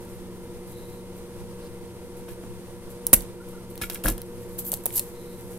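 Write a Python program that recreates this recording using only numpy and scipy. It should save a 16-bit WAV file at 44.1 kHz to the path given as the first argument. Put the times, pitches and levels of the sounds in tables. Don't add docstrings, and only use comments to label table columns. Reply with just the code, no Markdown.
import sys
import numpy as np
from scipy import signal
from scipy.fft import rfft, irfft, next_fast_len
from scipy.io import wavfile
from scipy.ndimage import uniform_filter1d

SR = 44100
rng = np.random.default_rng(int(sys.argv[2]) if len(sys.argv) > 2 else 0)


def generate_wav(signal):
    frames = np.transpose(np.atleast_2d(signal))
    scaled = np.clip(frames, -1, 1) * 32767
    pcm = np.round(scaled).astype(np.int16)
    wavfile.write(sys.argv[1], SR, pcm)


N = 246078
TIME = np.arange(N) / SR

# frequency_hz, likeness (0 to 1)
CLOSE_LIKENESS = [(600, 0.71), (1500, 0.54), (3000, 0.55), (6000, 0.11)]


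def amp(db):
    return 10 ** (np.asarray(db) / 20)


def unit(x):
    return x / np.sqrt(np.mean(x ** 2) + 1e-20)


def read(points, hz):
    f, value = np.transpose(points)
    return np.interp(np.log(hz + 1), np.log(f + 1), value)


def add(mix, s, sound):
    part = mix[..., round(s * SR):][..., :sound.shape[-1]]
    part += sound[..., :part.shape[-1]]


def colour(x, spectrum):
    size = next_fast_len(x.shape[-1])
    gain = amp(read(spectrum, np.fft.rfftfreq(size, 1 / SR)))
    return unit(irfft(rfft(x, size) * gain, size)[..., :x.shape[-1]])


def band(x, lo_hz, hi_hz):
    edges_hz = [lo_hz, min(hi_hz, SR / 2.1)]
    return signal.sosfilt(signal.butter(3, edges_hz, "band", fs=SR, output="sos"), x)


def drift(per_s):
    knots = rng.standard_normal(4096)
    return unit(np.interp(TIME * per_s, np.arange(len(knots)), knots))


def ring(modes):
    t = TIME[:SR // 3]
    return sum(amp(db - 60 * t / t60) * np.sin(2 * np.pi * hz * t) for hz, db, t60 in modes)


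def through(x, response):
    return signal.oaconvolve(np.atleast_2d(x), np.atleast_2d(response), axes=1)[:, :N]


def ears(x, likeness):
    size = next_fast_len(N, True)
    left, other = rfft(x, size)
    same = np.clip(read(likeness, np.fft.rfftfreq(size, 1 / SR)), 0, 1)
    right = same * left + np.sqrt(1 - same ** 2) * other
    return irfft(np.array([left, right]), size)[:, :N]


def envelope(rows, attack_s, release_s):
    out, t = np.zeros(N), TIME[:2 * SR]
    for start, length, db, swell_db in rows:
        attack = np.minimum(t / attack_s, 1)
        held = amp(db + swell_db * (np.minimum(t / length, 1) - 1))
        release = np.exp(-np.maximum(t - length, 0) / release_s)
        add(out, max(start, 0), attack * held * release)
    return out


def slips(per_s, spread_db, smooth):
    size = amp(spread_db * np.minimum(rng.exponential(1, N), 4))
    catches = (rng.random(N) < per_s / SR) * size
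    return unit(catches * rng.standard_normal((2, N))) + smooth * rng.standard_normal((2, N))


def blows(rows):
    force = np.zeros(N)
    for s, db, hz in rows:
        u = 2 * np.pi * hz * TIME[:SR // 20]
        add(force, s, 2 * amp(db) * np.diff(u * np.exp(-u)))
    return force


def fans(waver_hz=0.51, throb=0.19, hum_db=0, spread=0.019, flutter_db=0.85, air_db=-43, lag_s=0.00009):
    # pitch_hz, level_db (rms)
    tones = [(82.5, -57), (115.2, -53), (120, -57.5), (157, -65), (184.7, -47.5), (236, -61),
             (332.5, -57.5), (345.6, -52), (355.2, -50.5), (369.5, -56.5), (460.8, -60), (470.4, -65),
             (479.9, -46.5), (585.6, -68), (923.6, -64), (961, -65.5), (997.3, -70), (1036.9, -77),
             (1384, -71.5), (2073.7, -71), (9194, -71)]
    # (relative, per Hz)
    rush = [(15, 9), (36, 0.5), (55, -0.5), (85, -2.5), (140, -4.5), (240, -2), (300, -8.5), (500, -2.5),
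            (660, -14), (950, -13.5), (1400, -20), (5200, -26), (7800, -27), (8600, -20), (10000, -24.5),
            (13000, -24.5), (14300, -33), (15800, -37)]
    # frequency_hz, likeness (0 to 1)
    rush_likeness = [(40, 0.047), (150, 0.97), (640, 1), (1400, 0.92), (3100, 0.62), (7000, 0.033)]
    hum = np.zeros((2, N))
    for hz, db in tones:
        turns = np.cumsum(hz + waver_hz * drift(5.08)) / SR + rng.random()
        phase = 2 * np.pi * turns + spread * rng.standard_normal((2, 1))
        level = np.sqrt(2) * amp(db + hum_db) * (1 + throb * drift(6.3))
        hum += level * np.sin(phase)
    air = colour(ears(rng.standard_normal((2, N)), rush_likeness), rush)
    left, right = hum + amp(air_db + flutter_db * drift(30)) * air
    return np.array([np.roll(left, round(lag_s * SR)), right])


def plunger(attack_s=0.0071, release_s=0.02, rasp_db=-6, firm_db=-22, growth=0.52,
            rasp_lo_hz=10200, rasp_hi_hz=13600):
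    # start_s, length_s, final_level_db (relative), swell_db (rise while held; negative sinks)
    strokes = [(0.0, 0.17, -54, -2), (.66, 0.063, -43.5, 9), (.76, 0.21, -52.5, 0), (1.16, 0.024, -50, -2),
               (2.165, 0.02, -46.5, -4), (2.28, 0.037, -43.5, 2), (2.895, 0.023, -48, -6),
               (3.48, 0.03, -50, -6), (3.695, .02, -46.5, 0), (3.812, 0.031, -32, -5.5),
               (3.897, 0.054, -34.5, 7), (4.035, 0.063, -25, 2), (4.25, 1.27, -50.5, 5),
               (4.415, .01, -51, 6), (4.515, .015, -50, 0), (4.578, 0.015, -27.5, 10),
               (4.642, 0.045, -35, 5), (4.716, 0.018, -27.5, 0), (4.87, 0.065, -44.5, -5),
               (4.922, 0.051, -23, 15), (4.975, 0.011, -31, -4), (5.02, 0.067, -53, 7),
               (5.5, 0.073, -45, 12)]
    # (relative, per Hz)
    rub = [(1500, -19), (3600, -15), (4500, -12.5), (5300, -15), (8000, -4.5), (10000, -3.5), (11500, 3),
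           (13000, -3), (14500, -3), (15800, -17)]
    judder = amp(2 * drift(per_s=400))
    pressure = judder * envelope(strokes, attack_s, release_s)
    hiss = colour(slips(per_s=2500, spread_db=2.5, smooth=1.2), rub)
    rasp = unit(band(slips(per_s=2500, spread_db=2, smooth=1), rasp_lo_hz, rasp_hi_hz))
    rasp_gain = amp(rasp_db) * (pressure / amp(firm_db)) ** growth
    return pressure * (hiss + rasp_gain * rasp)


def squeaks(waver_db=1):
    # start_s, length_s, level_db (relative), centre_hz, width_hz
    rubs = [(0.657, 0.38, -63, 3950, 450), (1.604, .08, -61.5, 4500, 1500), (3.399, 0.047, -53, 1415, 139),
            (3.53, 0.068, -55.5, 1400, 140), (3.776, 0.0044, -45.5, 4100, 500),
            (4.58, 0.031, -36, 13400, 3600), (4.645, 0.061, -34.5, 13000, 3200),
            (4.952, .035, -25, 12200, 3000), (4.954, 0.045, -44, 5950, 3000),
            (5.12, 0.29, -63.5, 3950, 450)]
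    out = np.zeros((2, N))
    for start, length, db, hz, width in rubs:
        progress = np.clip((TIME - start) / length, 0, 1)
        arch = np.tanh(2 * np.sin(np.pi * progress))
        level = amp(db + waver_db * drift(per_s=30))
        out += arch * level * unit(band(rng.standard_normal(N), hz - width / 2, hz + width / 2))
    return out


def scrape(scrape_db=-1, attack_s=0.00073, release_s=0.021, lowest_hz=1250, highest_hz=7000,
           board_rise_s=0.0003):
    # start_s, length_s, final_level_db (relative), swell_db
    drags = [(2.28, 0.026, -54.5, -5.5), (3.815, 0.0072, -35.5, -6), (3.834, 0.0068, -52, -7),
             (3.899, 0.0021, -41.5, -26), (3.947, 0.012, -44.5, 7), (4.038, 0.051, -36, 4.5)]
    # start_s, tip_level_db, board_level_db (both relative), pitch_hz, t60_s
    taps = [(3.8145, -30, -33.5, 3600, 0.018), (3.8205, -39, -29.5, 2450, 0.032),
            (3.8355, -39, -30.5, 1410, 0.072), (3.840, -31, -29, 2270, 0.031),
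            (3.8986, -46, -31, 4730, .018), (3.903, -44, -40, 1490, .04), (3.949, -42, -42, 1590, .03),
            (3.956, -37, -42, 2300, .03), (4.0572, -33, -22.5, 1646, 0.037), (4.0675, -19, -30, 2100, .02),
            (4.081, -34, -28, 1320, .02), (4.091, -36, -29, 1060, .025)]
    # pitch_hz, level_db (relative), t60_s
    tip_modes = [(1392, -17.5, 0.069), (1550, -27, 0.038), (1705, -21.5, 0.15), (2220, -15.5, 0.014),
                 (2480, -13.5, 0.014), (2770, -11.5, 0.016), (3250, -11, 0.015), (3780, -16, 0.015),
                 (4300, -5, 0.0017), (5350, -12, .012)]
    rough = ears(slips(per_s=700, spread_db=2, smooth=0.4), CLOSE_LIKENESS)
    tip = band(ring(tip_modes), lowest_hz, highest_hz)
    out = amp(scrape_db) * envelope(drags, attack_s, release_s) * unit(through(rough, tip))
    out += through(blows([(s, tip_db, hz) for s, tip_db, _, hz, _ in taps]), tip)
    for s, _, board_db, hz, t60 in taps:
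        spot = ring([(hz, board_db, t60)])
        add(out, s, spot * (1 - np.exp(-TIME[:len(spot)] / board_rise_s)))
    return out


def knocks(drag_attack_s=0.0065, drag_release_s=0.023, drag_lo_hz=200, drag_hi_hz=700):
    # start_s, level_db (relative), hardness_hz (pitch favoured)
    hits = [(2.284, -39, 690), (2.438, -35, 280), (3.13, -17.5, 330), (3.1318, -16.5, 1110),
            (3.156, -30, 45), (3.815, -31, 110), (4.0435, -28, 280), (4.047, -28, 280), (4.051, -18, 37),
            (4.0575, -20, 1700), (4.067, -28, 222), (4.0808, -22.5, 250), (4.108, -28, 150)]
    # start_s, length_s, final_level_db (relative), swell_db
    shifts = [(4.044, .05, -33, -4)]
    # pitch_hz, level_db (relative), t60_s
    bench_modes = [(37.4, 2, 0.28), (66.7, -3, 0.15), (110.6, 2.5, 0.044), (190, -3, 0.055),
                   (225, -2.5, 0.074), (310, 4, 0.029), (500, 0.5, 0.024), (680, 3.5, 0.009),
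                   (1070, -0.5, 0.014), (1530, 1.5, 0.011)]
    bench = ring(bench_modes[::2]) - ring(bench_modes[1::2])
    judder = unit(through(band(rng.standard_normal(N), drag_lo_hz, drag_hi_hz), bench))
    shifting = envelope(shifts, drag_attack_s, drag_release_s) * judder
    return through(blows(hits), bench) + shifting


def clicks(tick_s=0.00089, clack_s=0.0023, rise_s=0.00006, tick_hz=11550, tick_width=1.307,
           clack_width=1.84, tick_db=0, clack_db=0, knock_db=-1):
    # start_s, level_db (relative),
    # knock_level_db, clack_level_db (both relative to the click), clack_pitch_hz, left_over_right_db
    contacts = [(3.0676, -4, -30, -11.5, 9200, -2), (3.156, -21, -19, -12, 6500, 2),
                (3.163, -22.5, -25, -9, 5000, 0), (3.207, -32, -16, -3.5, 6000, -12),
                (3.221, -30, -27, -22, 3500, -6), (3.7556, -31, -17, -12, 2270, -2),
                (3.7774, -29.5, -10, -8, 4270, 3), (3.815, -31.5, -2, -5, 4000, 13),
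                (3.8213, -23, -28, -6, 2380, -8), (3.899, -19, -13, -9.5, 4760, -4),
                (3.902, -22, -13, -11, 4700, 3), (3.921, -38, -22, 1, 6000, 0),
                (3.946, -20, -28, -18, 4000, -4), (4.039, -22, -25, -11, 3600, 0),
                (4.0605, -17.5, -12.5, -16, 3000, 17), (4.0846, -10.5, -12, -11, 5030, 8),
                (4.091, -22.5, -23, -8, 4000, -4), (4.1798, -26.5, -21, -11.5, 2920, 1),
                (4.2172, -25, -20, -13.5, 3330, -1), (4.651, -28, -30, -18, 4500, -2),
                (4.7181, -9.5, -34, -21, 5100, 4), (4.7317, -19.5, -4, -18, 2210, -4),
                (4.739, -11.5, -22, -13.5, 5100, 1), (4.838, -31, -22, -22, 4000, -3),
                (4.8572, -8, -15.5, -30.5, 3500, -4), (4.861, -16.5, -25, -18, 4070, -11),
                (4.864, -11, -14, -23.5, 3360, 4), (4.905, -32, -16, -4, 2980, 2),
                (4.961, -16, -39, -31, 5160, -12), (4.9946, -7.5, -34, -15, 4630, 3),
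                (5.4106, -36, -25, -18, 5000, 0)]
    # pitch_hz, level_db (relative), t60_s
    grip_modes = [(544, 1, 0.013), (705, -3, 0.021), (820, -7, 0.027)]
    out, t = np.zeros((2, N)), TIME[:SR // 25]
    grip = ring(grip_modes)[:len(t)]

    def burst(decay_s, hz, width, channels):
        crackle = rng.choice([-1, 1], (channels, len(t)))
        shape = (1 - np.exp(-t / rise_s)) * np.exp(-t / decay_s)
        x = band(crackle * shape, hz / width, hz * width)
        power = uniform_filter1d(x ** 2, size=40)
        return x / np.sqrt(power.max(axis=1, keepdims=True))

    for s, db, knock, clack, clack_hz, pan in contacts:
        hit = amp(tick_db) * burst(tick_s, tick_hz, tick_width, channels=2)
        hit += amp(clack + clack_db) * burst(clack_s, clack_hz, clack_width, channels=1)
        hit += amp(knock + knock_db) * grip
        add(out, s, amp(db) * amp([[pan / 2], [-pan / 2]]) * hit)
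    return out


def snap(fire_s=3.1298, flight_s=0.013, chatter_db=-3, sag_db=-7.5, rise_s=0.0028, cut_s=0.00049,
         stop_after_s=0.014, stop_db=3.0, stop_s=0.0002,
         quiver_db=-29, quiver_s=0.014, quiver_fade_s=0.012, rattle_db=2, tones_db=-3.5,
         slam_after_s=0.00187, crack_db=-8, crack_s=0.004):
    # pitch_hz, level_db (relative)
    high_tones = [(2670, -20), (3774, -20), (8305, -6), (9980, -11), (10320, -7), (10680, -7), (11050, 0),
                  (11450, -2), (11855, -4), (12440, -4), (12690, -6), (13185, -2), (13600, -8),
                  (15350, -12)]
    # (relative, per Hz)
    rattle_tone = [(200, -20), (1100, -19), (1600, -9), (3300, -16.5), (4700, -14), (6000, -6), (8500, 0.5),
                   (11200, 7), (13500, 6), (15500, -5.5)]
    # (relative, per Hz)
    crack_tone = [(90, -21), (200, 3.5), (450, 2), (700, -4.5), (1150, -5), (1600, -7), (2400, -3),
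                  (3400, -4), (4800, -23), (8000, -36)]
    motion = envelope([(fire_s, flight_s, chatter_db, sag_db)], rise_s, cut_s)
    motion += envelope([(fire_s + stop_after_s, stop_s, stop_db, 0)], stop_s / 2, cut_s)
    motion += envelope([(fire_s, quiver_s, quiver_db, 0)], rise_s, quiver_fade_s)
    uneven = amp(rattle_db * drift(per_s=700))
    rattle = uneven * colour(ears(rng.standard_normal((2, N)), CLOSE_LIKENESS), rattle_tone)
    tones = unit(sum(amp(db) * np.sin(2 * np.pi * (hz * TIME + rng.random((2, 1))))
                     for hz, db in high_tones))
    t = TIME - fire_s - slam_after_s
    crack_noise = colour(ears(rng.standard_normal((2, N)), CLOSE_LIKENESS), crack_tone)
    crack = (t > 0) * np.exp(-abs(t) / crack_s) * crack_noise
    return motion * (rattle + amp(tones_db) * tones) + amp(crack_db) * crack


def room(x, wet_db=-19, near_db=-17, near_t60=0.081):
    # frequency_hz, t60_s
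    decay = [(100, 0.64), (1000, 0.33), (5000, 0.33), (11000, 0.23), (15500, 0.12)]
    t = TIME[:SR // 2]
    shape = (2, len(t))
    echoes = rng.standard_normal(shape) * (rng.random(shape) < 0.1) * (t > 0.0015)
    hz, frame_s, z = signal.stft(echoes, SR, nperseg=256)
    fade = amp(-60 * frame_s / read(decay, hz)[:, None])
    tail = signal.istft(z * fade, SR, nperseg=256)[1][:, :len(t)]
    near = echoes[::-1] * amp(-60 * t / near_t60)
    response = amp(wet_db) * tail / np.linalg.norm(tail[0])
    response += amp(near_db) * near / np.linalg.norm(near[0])
    return x + through(x, response)


def scene(pump_db=-4.5):
    pump = plunger() + clicks() + snap()
    return room(amp(pump_db) * pump + squeaks() + scrape() + knocks()) + fans()


def record(dry, ceiling=1.06, edge_hz=16100):
    soft = ceiling * np.tanh(dry / ceiling)
    low_pass = signal.firwin(129, edge_hz, window=("kaiser", 7), fs=SR)
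    undelayed = np.minimum(np.arange(N) + 64, N - 1)
    return through(soft, low_pass)[:, undelayed]


dry = scene()
out = record(dry)
generate_wav(out)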